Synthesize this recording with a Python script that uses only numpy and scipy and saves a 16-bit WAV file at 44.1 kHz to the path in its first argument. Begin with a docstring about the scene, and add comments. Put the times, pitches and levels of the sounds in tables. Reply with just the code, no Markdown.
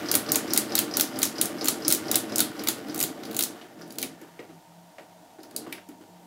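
"""In a small furnished room, a hand-cranked iron sewing machine stitches cloth, slows and stops.
Each stitch brings two small ticks of the springy thread guide, then bright steel clacks of the needle
bar and the shuttle (the thread carrier under the cloth). The gears rumble through the wooden base.
Afterwards a hand folds the crank away with a few knocks, over a faint hiss and hum."""
import sys
import numpy as np
from scipy import signal
from scipy.io import wavfile
from scipy.ndimage import uniform_filter1d

SR = 44100
rng = np.random.default_rng(int(sys.argv[2]) if len(sys.argv) > 2 else 0)


def master(y):
    """Save y as 16-bit WAV."""
    cut = np.clip(np.atleast_2d(y).T, -1, 1)
    pcm = np.round(cut * 32767)  # scale
    wavfile.write(sys.argv[1], SR, pcm.astype(np.int16))


N = 276066


def amp(db):
    """Turn decibels (dB) into a number to multiply by."""
    return 10 ** (np.asarray(db) / 20)

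def rms_one(x):
    """Scale a sound to an average strength (rms) of 1."""
    return x / np.sqrt(np.mean(x ** 2) + 1e-20)

def even(x):
    """Hold the strength at 1 over every 3 ms, so that like blows come out alike."""
    return x / np.sqrt(uniform_filter1d(x ** 2, size=130) + 1e-12)

def in_time(rows):
    """Join rows of (seconds, values) with straight lines: one curve for each value."""
    times, *columns = np.transpose(rows)
    return [np.interp(np.arange(N) / SR, times, column) for column in columns]

def wander(points):
    """A slow curve through a number of random values."""
    return np.interp(np.arange(N), np.linspace(0, N, points), rng.standard_normal(points))

def at_hz(rows, hz):
    """Read a table at any pitch, between its rows."""
    pitches, values = np.transpose(rows)
    return np.interp(np.log(hz), np.log(pitches), values)

def keep_side(x, side, hz):
    """Keep the "low" or "high" part of a sound, split at hz."""
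    return signal.sosfilt(signal.butter(2, hz, side, fs=SR, output="sos"), x)

def bands(low_hz):
    """Filters a third of an octave wide, from low_hz up, each with its middle pitch."""
    edges = low_hz * 2 ** np.arange(0, np.log2(19000 / low_hz), 1 / 3)
    return [(np.sqrt(low * high), signal.butter(2, [low, high], "band", fs=SR, output="sos"))
            for low, high in zip(edges, edges[1:])]

def coloured(pair, spectrum, low_hz):
    """Give each band its level from a table; two unrelated noises take turns filling the bands."""
    return sum(amp(at_hz(spectrum, hz)) * signal.sosfilt(band, pair[k % 2])
               for k, (hz, band) in enumerate(bands(low_hz)))

def resonate(x, hz, width_hz):
    """A resonance: it favours one pitch, and rings longer the narrower it is."""
    r = np.exp(-np.pi * width_hz / SR)
    feedback = [1, -2 * r * np.cos(2 * np.pi * hz / SR), r * r]
    return signal.lfilter(np.array([1, 0, -1]) * (1 - r * r) / 2, feedback, x)

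def focus(x, hz, width_hz):
    """The same resonance twice, leaving less sound around its pitch."""
    return resonate(resonate(x, hz, width_hz), hz, width_hz)

def body(force, resonances):
    """A shaken object sounds through all its resonances."""
    return sum((-1) ** k * amp(db) * resonate(force, hz, width)
               for k, (hz, width, db) in enumerate(resonances))

def grains(per_s, uneven_db):
    """Two streams of tiny random contacts of uneven size."""
    sizes = amp(uneven_db * np.minimum(rng.exponential(1, (2, N)), 4)) * rng.choice([-1, 1], (2, N))
    return sizes * (rng.random((2, N)) < per_s / SR) + 1e-18

def struck(times, level_db, tones, spread_db):
    """Every blow rings all the tones of a part, each with a slightly random strength."""
    starts, out = np.round(times * SR).astype(int), np.zeros(N)
    chance = rng.standard_normal((len(starts), len(tones)))
    for k, (hz, tone_db, fade_s) in enumerate(tones):
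        clicks = np.full(N, 1e-18)
        clicks[starts] += amp(level_db + tone_db + spread_db * chance[:, k])
        decay, angle = amp(-60 / (fade_s * SR)), 2 * np.pi * hz / SR
        out += signal.lfilter([0, np.sin(angle)], [1, -2 * decay * np.cos(angle), decay ** 2], clicks)
    return out

def bursts(times, level_db, length_s, rise_s=0.0008):
    """Loudness curve of contacts that rise fast, hold and break off: 20 dB down after length_s."""
    out = np.zeros(N)
    for start, db in zip(times, level_db):
        i = round(start * SR)
        t = np.arange(min(N - i, SR // 10)) / SR
        out[i:i + len(t)] += amp(db - 20 * (t / length_s) ** 4) * np.minimum(t / rise_s, 1)
    return out


# The room's hiss. Each row: pitch in Hz, level in dB.
HISS_COLOUR = [(120, -31), (200, 4), (240, -26), (305, -6), (465, -38), (491, -6), (548, -8), (791, -2.5),
               (1040, -16.5), (1210, -23), (3250, -19.5), (6520, -20.5), (16000, -26)]
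# The room's hum. Each row: pitch in Hz, width in Hz, level in dB.
HUM_BANDS = [(45, 33, -83), (101.6, 3.7, -73), (130, 48, -74), (644, 39, -62), (720, 41, -62),
             (788, 53, -63.5), (918, 71, -61.5)]

def room_noise():
    """A steady hiss with narrow bands of humming noise."""
    hiss = amp(-58.5) * rms_one(coloured(rng.standard_normal((2, N)), HISS_COLOUR, low_hz=151.5))
    noise = rng.standard_normal(N)
    return hiss + sum(amp(db) * rms_one(focus(noise, hz, width)) for hz, width, db in HUM_BANDS)


# Swells of a low tone. Each row: start in seconds, length in seconds, level in dB, pitch in Hz.
SWELLS = [(3.598, 0.094, -58, 172), (3.77, .14, -54, 167.5), (4.07, 0.14, -55, 165),
          (4.23, 0.16, -58.5, 169.8), (4.46, 0.15, -55, 168), (4.664, 0.26, -56, 167.7),
          (5.054, .2, -60.5, 175.6), (5.69, .33, -58.5, 184.6), (6.072, .3, -56.5, 177.7)]

def low_tone(fade_s=0.031, waver=0.0131):
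    """A faint tone fades in, wavers in pitch and loudness, and fades out again."""
    t = np.arange(N) / SR
    starts, _, _, pitches = np.transpose(SWELLS)
    hz = np.interp(t, starts, pitches) * (1 + waver * wander(50))
    tone = np.sqrt(2) * np.sin(2 * np.pi * np.cumsum(hz) / SR) * amp(2 * wander(120))
    return tone * sum(amp(db) * np.clip(np.minimum(t - start, start + length - t) / fade_s, 0, 1)
                      for start, length, db, _ in SWELLS)


# How long the room echoes. Each row: pitch in Hz, seconds to fade by 60 dB.
ECHO_FADES = [(300, 0.35), (1500, 0.21), (4000, 0.27), (10000, 0.19), (16000, 0.13)]

def room_echo(x, gap_s=0.0022, level_db=-33):
    """Many reflections blend into noise that dies away, the highest pitches first."""
    noise, out, lag = rng.standard_normal((2, N)), np.zeros(N), round(gap_s * SR)
    for k, (hz, band) in enumerate(bands(153.5)):
        decay = amp(-120 / (at_hz(ECHO_FADES, hz) * SR))
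        energy = signal.lfilter([1], [1, -decay], signal.sosfilt(band, x) ** 2 + 1e-18)
        tail = np.sqrt(energy) * rms_one(signal.sosfilt(band, noise[k % 2]))
        out[lag:] += tail[:N - lag]
    return amp(level_db) * out


# The coasting wheel. Each row: time in seconds, level in dB.
COASTING = [(3.45, -80), (3.6, -62), (3.8, -65), (4.3, -65), (4.5, -80)]

def wheel_whirr():
    """The wheel rubs faintly while it coasts."""
    rubbing = grains(per_s=1500, uneven_db=3)[0]
    return amp(in_time(COASTING)[0]) * rms_one(focus(rubbing, hz=1760, width_hz=200))


# Gears and shafts turning. Each row: time in seconds, rumble in dB, grind in dB.
TURNING = [(0, -32, -38.5), (.9, -34.5, -41.5), (1.3, -36.5, -43), (2.2, -33.5, -42), (2.7, -39, -45.5),
           (3.05, -36.5, -46.5), (3.45, -41, -49.5), (3.6, -47.5, -51), (3.75, -50, -58),
           (4.05, -40.5, -60), (4.25, -59, -61.5), (4.6, -63.5, -64.5), (5.32, -60, -61.5),
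           (5.42, -57, -71), (5.6, -42, -57.5), (5.78, -58.5, -54.5), (5.86, -68, -73), (6.26, -57, -63.5)]

def gear_effort(swing_db=2, heaviest_at=0.24, shudder_fade_s=0.21):
    """Strength of rumble and grind: the load swings once a stitch, and knocks leave the gears shaking."""
    rumble_db, grind_db = in_time(TURNING)
    stitch_starts = [-0.12] + [start for start, _ in GUIDE_FLICKS]
    stitch_count, = in_time([(start, k) for k, start in enumerate(stitch_starts)])
    load_db = swing_db * np.cos(2 * np.pi * (stitch_count - heaviest_at))
    knock_times, _, _, thud_db, _ = np.transpose(CRANK_KNOCKS)
    kicks = np.full(N, 1e-18)
    kicks[(knock_times * SR).astype(int)] = amp(thud_db)
    shudder = signal.lfilter([1], [1, -amp(-60 / (shudder_fade_s * SR))], kicks)
    shudder = signal.lfilter(np.hanning(400) / 200, [1], shudder)   # builds over 9 ms
    return amp(rumble_db + load_db) + amp(-13.5) * shudder, amp(grind_db + load_db) + amp(-22) * shudder


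# Resonances of the wooden base and the iron arm. Each row: pitch in Hz, width in Hz, level in dB.
WOODEN_BASE = [(121.6, 17.7, -11.5), (167, 53, -10.5), (217.8, 11.7, 0), (265.3, 9.1, 2), (297.8, 14.3, 4),
               (319.4, 33.6, 3), (355.3, 32.4, -0.5), (386, 36, -7), (452, 22.4, -3), (586.7, 60, -8),
               (717.6, 18.3, -7.5), (780, 15, -7.5)]
IRON_ARM = [(951, 91, -4.5), (1216, 89, -2), (1460, 210, -1.5), (1853, 260, -1), (2127, 350, -5.5)]
# The grinding of the gear teeth. Each row: pitch in Hz, level in dB.
GRIND_COLOUR = [(410, -28), (700, -18), (988, 0.5), (1200, 2), (3360, -7), (9350, -17.5), (10400, -18),
                (12000, -13), (15600, -22), (22000, -120)]

def gears():
    """Gear teeth meet unevenly, rasping in the iron arm and shaking the base and the table under it."""
    rumble_gain, grind_gain = gear_effort()
    jolts = grains(per_s=500, uneven_db=3)[0]
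    rumble = rms_one(keep_side(body(jolts, WOODEN_BASE), "high", 90))
    teeth = grains(per_s=1500, uneven_db=3)
    grind = rms_one(coloured(teeth, GRIND_COLOUR, low_hz=624)) + rms_one(body(teeth[0], IRON_ARM))
    table_thrum = amp(-42.5) * rms_one(resonate(rng.standard_normal(N), 47.1, 60))
    table_shake = rms_one(resonate(resonate(teeth[1], 105, 44), 117, 88))
    shake_gain = amp(-54) * (rumble_gain / amp(-34)) ** 1.5   # grows faster than the rumble
    return rumble_gain * (rumble + table_thrum) + grind_gain * rms_one(grind) + shake_gain * table_shake


# Knocks of crank and handle. Each row: start in seconds, level in dB, pitch in Hz,
# thud level in dB, thud pitch in Hz.
CRANK_KNOCKS = [(3.234, -42, 1430, -48, 303), (3.6128, -40.5, 2920, -37.5, 310),
                (3.775, -63, 1410, -42, 300), (3.8121, -39, 1440, -46, 332), (4.028, -27, 2290, -34, 243),
                (4.2119, -51, 1710, -37.5, 344), (4.3919, -33.5, 1920, -31.5, 442),
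                (4.4933, -56, 1420, -40, 310), (4.9832, -37.5, 1850, -35.5, 605),
                (5.3851, -50, 1400, -37.5, 314), (5.438, -46, 1400, -44, 255), (5.509, -59, 1420, -45, 320),
                (5.665, -38, 1140, -33, 336), (5.7254, -27.5, 2310, -42, 330),
                (5.7813, -43, 1580, -46, 616), (5.8865, -63, 1820, -34, 285),
                (6.0034, -59, 1170, -35.5, 320)]

def crank_knocks(ring_db=-10.5, ring_fade_s=0.087):
    """Each dull blow is a puff of noise with a brief ring, and a hollow thud under it."""
    out, t = np.zeros(N + SR), np.arange(SR // 8) / SR
    for start, db, hz, thud_db, thud_hz in CRANK_KNOCKS:
        puff = rng.standard_normal(len(t)) * amp(-1500 * t)
        puff = resonate(resonate(puff, hz, hz / 2), hz, 1.5 * hz)
        ring = amp(ring_db - 60 * t / ring_fade_s) * np.sin(2 * np.pi * hz * t)
        knock = puff / np.abs(puff).max() + ring
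        thud = rng.standard_normal(len(t)) * amp(-900 * t)
        thud = resonate(resonate(thud, thud_hz, thud_hz / 7.7), thud_hz, thud_hz)
        i = round(start * SR)
        out[i:i + len(t)] += amp(db + 2) * knock / np.abs(knock).max()
        out[i:i + len(t)] += amp(thud_db - 1.5) * thud / np.abs(thud).max()
    return out[:N]


# The thread guide's main flick in each stitch. Each row: start in seconds, level in dB.
GUIDE_FLICKS = [(0.0869, -21.5), (0.2903, -20.5), (0.5059, -21.5), (0.7212, -23.5), (0.9388, -20),
                (1.1588, -26.5), (1.3831, -22), (1.6116, -21.5), (1.8492, -19.5), (2.083, -24.5),
                (2.3216, -22.5), (2.5936, -27.5), (2.8968, -30.5), (3.2524, -41), (3.8183, -37),
                (5.4321, -41.5)]
# The ring of its spring. Each row: pitch in Hz, level in dB, seconds to fade by 60 dB.
SPRING_TONES = [(4870, 0, 0.075), (4600, -1, 0.031), (5110, 4, 0.09), (5270, -21, 0.053), (5780, 1, 0.056),
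                (9900, -15, 0.074), (10700, -9, 0.056)]

def thread_guide_ticks(lead_s=0.027, lead_db=-10):
    """The light spring flicks twice, faintly first; each flick rasps, rings and jerks the base."""
    times, db = np.transpose(GUIDE_FLICKS)
    times, db = np.append(times, times - lead_s), np.append(db, db + lead_db)
    rasp = rms_one(resonate(resonate(rng.standard_normal(N), 5060, 940), 4400, 1900))
    rasp *= bursts(times, db - 7, length_s=0.0027)
    jerk = rng.standard_normal(N) * bursts(times, db + 14.5, length_s=0.0071) + 1e-18
    return rasp + struck(times, db - 15, SPRING_TONES, spread_db=2) + body(jerk, WOODEN_BASE)


# Bare steel parts meeting. Each row: start in seconds, level in dB, brightness in dB (higher is sharper).
STEEL_BLOWS = [(.0784, -41, -7), (.1142, -10, 11), (0.14, -8, -1), (0.152, -2.5, 5.5), (.285, -34, -10),
               (0.3186, -9, 13), (.345, -16.5, -8), (0.3569, -4.5, 5.5), (.3685, -29, 0), (.5, -30, -3),
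               (0.5347, -13.5, 16.5), (0.5616, -10.5, -2), (0.5751, -2.5, 6), (0.7529, -7, 9),
               (0.7785, -11, -7.5), (0.789, -3.5, 4.5), (0.9695, -8.5, 7.5), (0.997, -5.5, 1.5),
               (1.009, -4.5, 6.5), (1.1887, -16.5, 5), (1.2175, -13, -3), (1.2297, -2, 5), (1.253, -13, 2),
               (1.413, -4, 6), (1.456, -20.5, 14.5), (1.644, -14.5, 3.5), (1.6564, -13.5, 5.5),
               (1.6735, -13.5, -5), (1.6836, -1.5, 3), (1.88, -7, 10.5), (1.9028, -9, 4),
               (1.9113, -7.5, 4.5), (1.924, -3, 7), (1.9358, -16, 7), (1.9478, -14, 7), (2.0724, -37, -4),
               (2.1139, -7.5, 6.5), (2.143, -12, -6), (2.156, -2.5, 5), (2.358, -17, 18),
               (2.382, -9.5, 7.5), (2.3918, -8, -1), (2.4038, -2, 3.5), (2.593, -27, -7),
               (2.6368, -21, 2.5), (2.6718, -9.5, -2), (2.685, -3.5, 2), (2.7823, -33, -5),
               (2.884, -31, -4), (2.945, -22.5, 8.5), (2.959, -25, 6), (2.9776, -22, 8), (2.991, -17, 4),
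               (3.0022, -10, 6.5), (3.011, -9.5, 1), (3.027, -11.5, 9), (3.0372, -10.5, 2),
               (3.234, -29.5, -9), (3.252, -28, -5), (3.3114, -24.5, -2), (3.3297, -29, -1),
               (3.3454, -21, -1), (3.366, -14.5, 5), (3.3905, -7, 3), (3.407, -8.5, 0.5),
               (3.4244, -16.5, 15), (3.4365, -10.5, 5.5), (3.812, -38.5, 0), (3.877, -41, 3),
               (3.905, -30, -4.5), (3.9228, -37, 12), (3.9559, -35, 0), (3.9845, -15, 1.5),
               (4.016, -20.5, 3), (4.0272, -14, 7.5), (4.2146, -41.5, 10), (5.4325, -33.5, -1.5),
               (5.51, -38, -2), (5.563, -16, 8), (5.7257, -22.5, 1.5), (5.888, -40.5, 6.5)]
# Their rattle. Each row: pitch in Hz, level in dB.
RATTLE_COLOUR = [(1470, -49), (2500, -5.5), (4520, 8.5), (7090, -1), (8240, -2), (10400, -4.5), (12900, -5),
                 (15200, -5.5), (16500, -20)]
# The ring of shuttle and needle bar. Each row: pitch in Hz, level in dB, seconds to fade by 60 dB.
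SHUTTLE_TONES = [(7090, -10, .06), (10060, -5, .2), (10170, -4, .16), (10260, -3, .2), (10350, -7, .14),
                 (13730, -6, .09), (6800, -10, .07)]
NEEDLE_BAR_TONES = [(3860, 0, 0.036), (4180, -1.5, 0.031), (4470, -8, 0.037), (6950, 5, 0.034),
                    (8630, 0, .04)]

def steel_clacks(split_hz=8000, rattle_s=0.006, snap_s=0.0025):
    """Steel hits steel with a snap and a rattle; shuttle and needle bar ring, arm and base shake."""
    times, db, bright_db = np.transpose(STEEL_BLOWS)
    contacts = coloured(grains(per_s=12000, uneven_db=1.5), RATTLE_COLOUR, low_hz=1994)
    dull = even(keep_side(contacts, "low", split_hz))
    sharp = even(keep_side(contacts, "high", split_hz))
    rattle = dull * bursts(times, db - bright_db / 2 - 11.5, rattle_s)
    rattle += sharp * bursts(times, db + bright_db / 2 - 15, rattle_s)
    snap = sharp * bursts(times, db + bright_db / 2 - 11, snap_s)
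    shuttle = struck(times, 0.954 * db - 29, SHUTTLE_TONES, spread_db=3)
    needle_bar = struck(times, db + 0.41 * bright_db - 27.5, NEEDLE_BAR_TONES, spread_db=4)
    force_db = 1.14 * db - 0.55 * bright_db - 9.5   # loud, dull blows shake arm and base most
    force = even(rng.standard_normal(N)) * bursts(times, force_db, length_s=0.0057) + 1e-18
    arm = body(force, IRON_ARM) + amp(-5.5) * resonate(force, 1970, 1650)
    base = amp(7) * body(force, WOODEN_BASE)
    return rattle + snap + shuttle + needle_bar + arm + base


def scene():
    """The machine's blows and their echo, over the gears and the quiet background, in one channel."""
    hits = steel_clacks() + thread_guide_ticks() + crank_knocks()
    return (hits + room_echo(hits) + gears() + room_noise() + low_tone() + wheel_whirr())[None]

def record(dry, cutoff_hz=15750):
    """Round off the loudest peaks and cut the very highest pitches."""
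    rounded = 1.3 * np.tanh(dry / 1.3)
    return signal.sosfilt(signal.ellip(10, .5, 70, cutoff_hz, fs=SR, output="sos"), rounded)


dry = scene()
out = record(dry)
master(out)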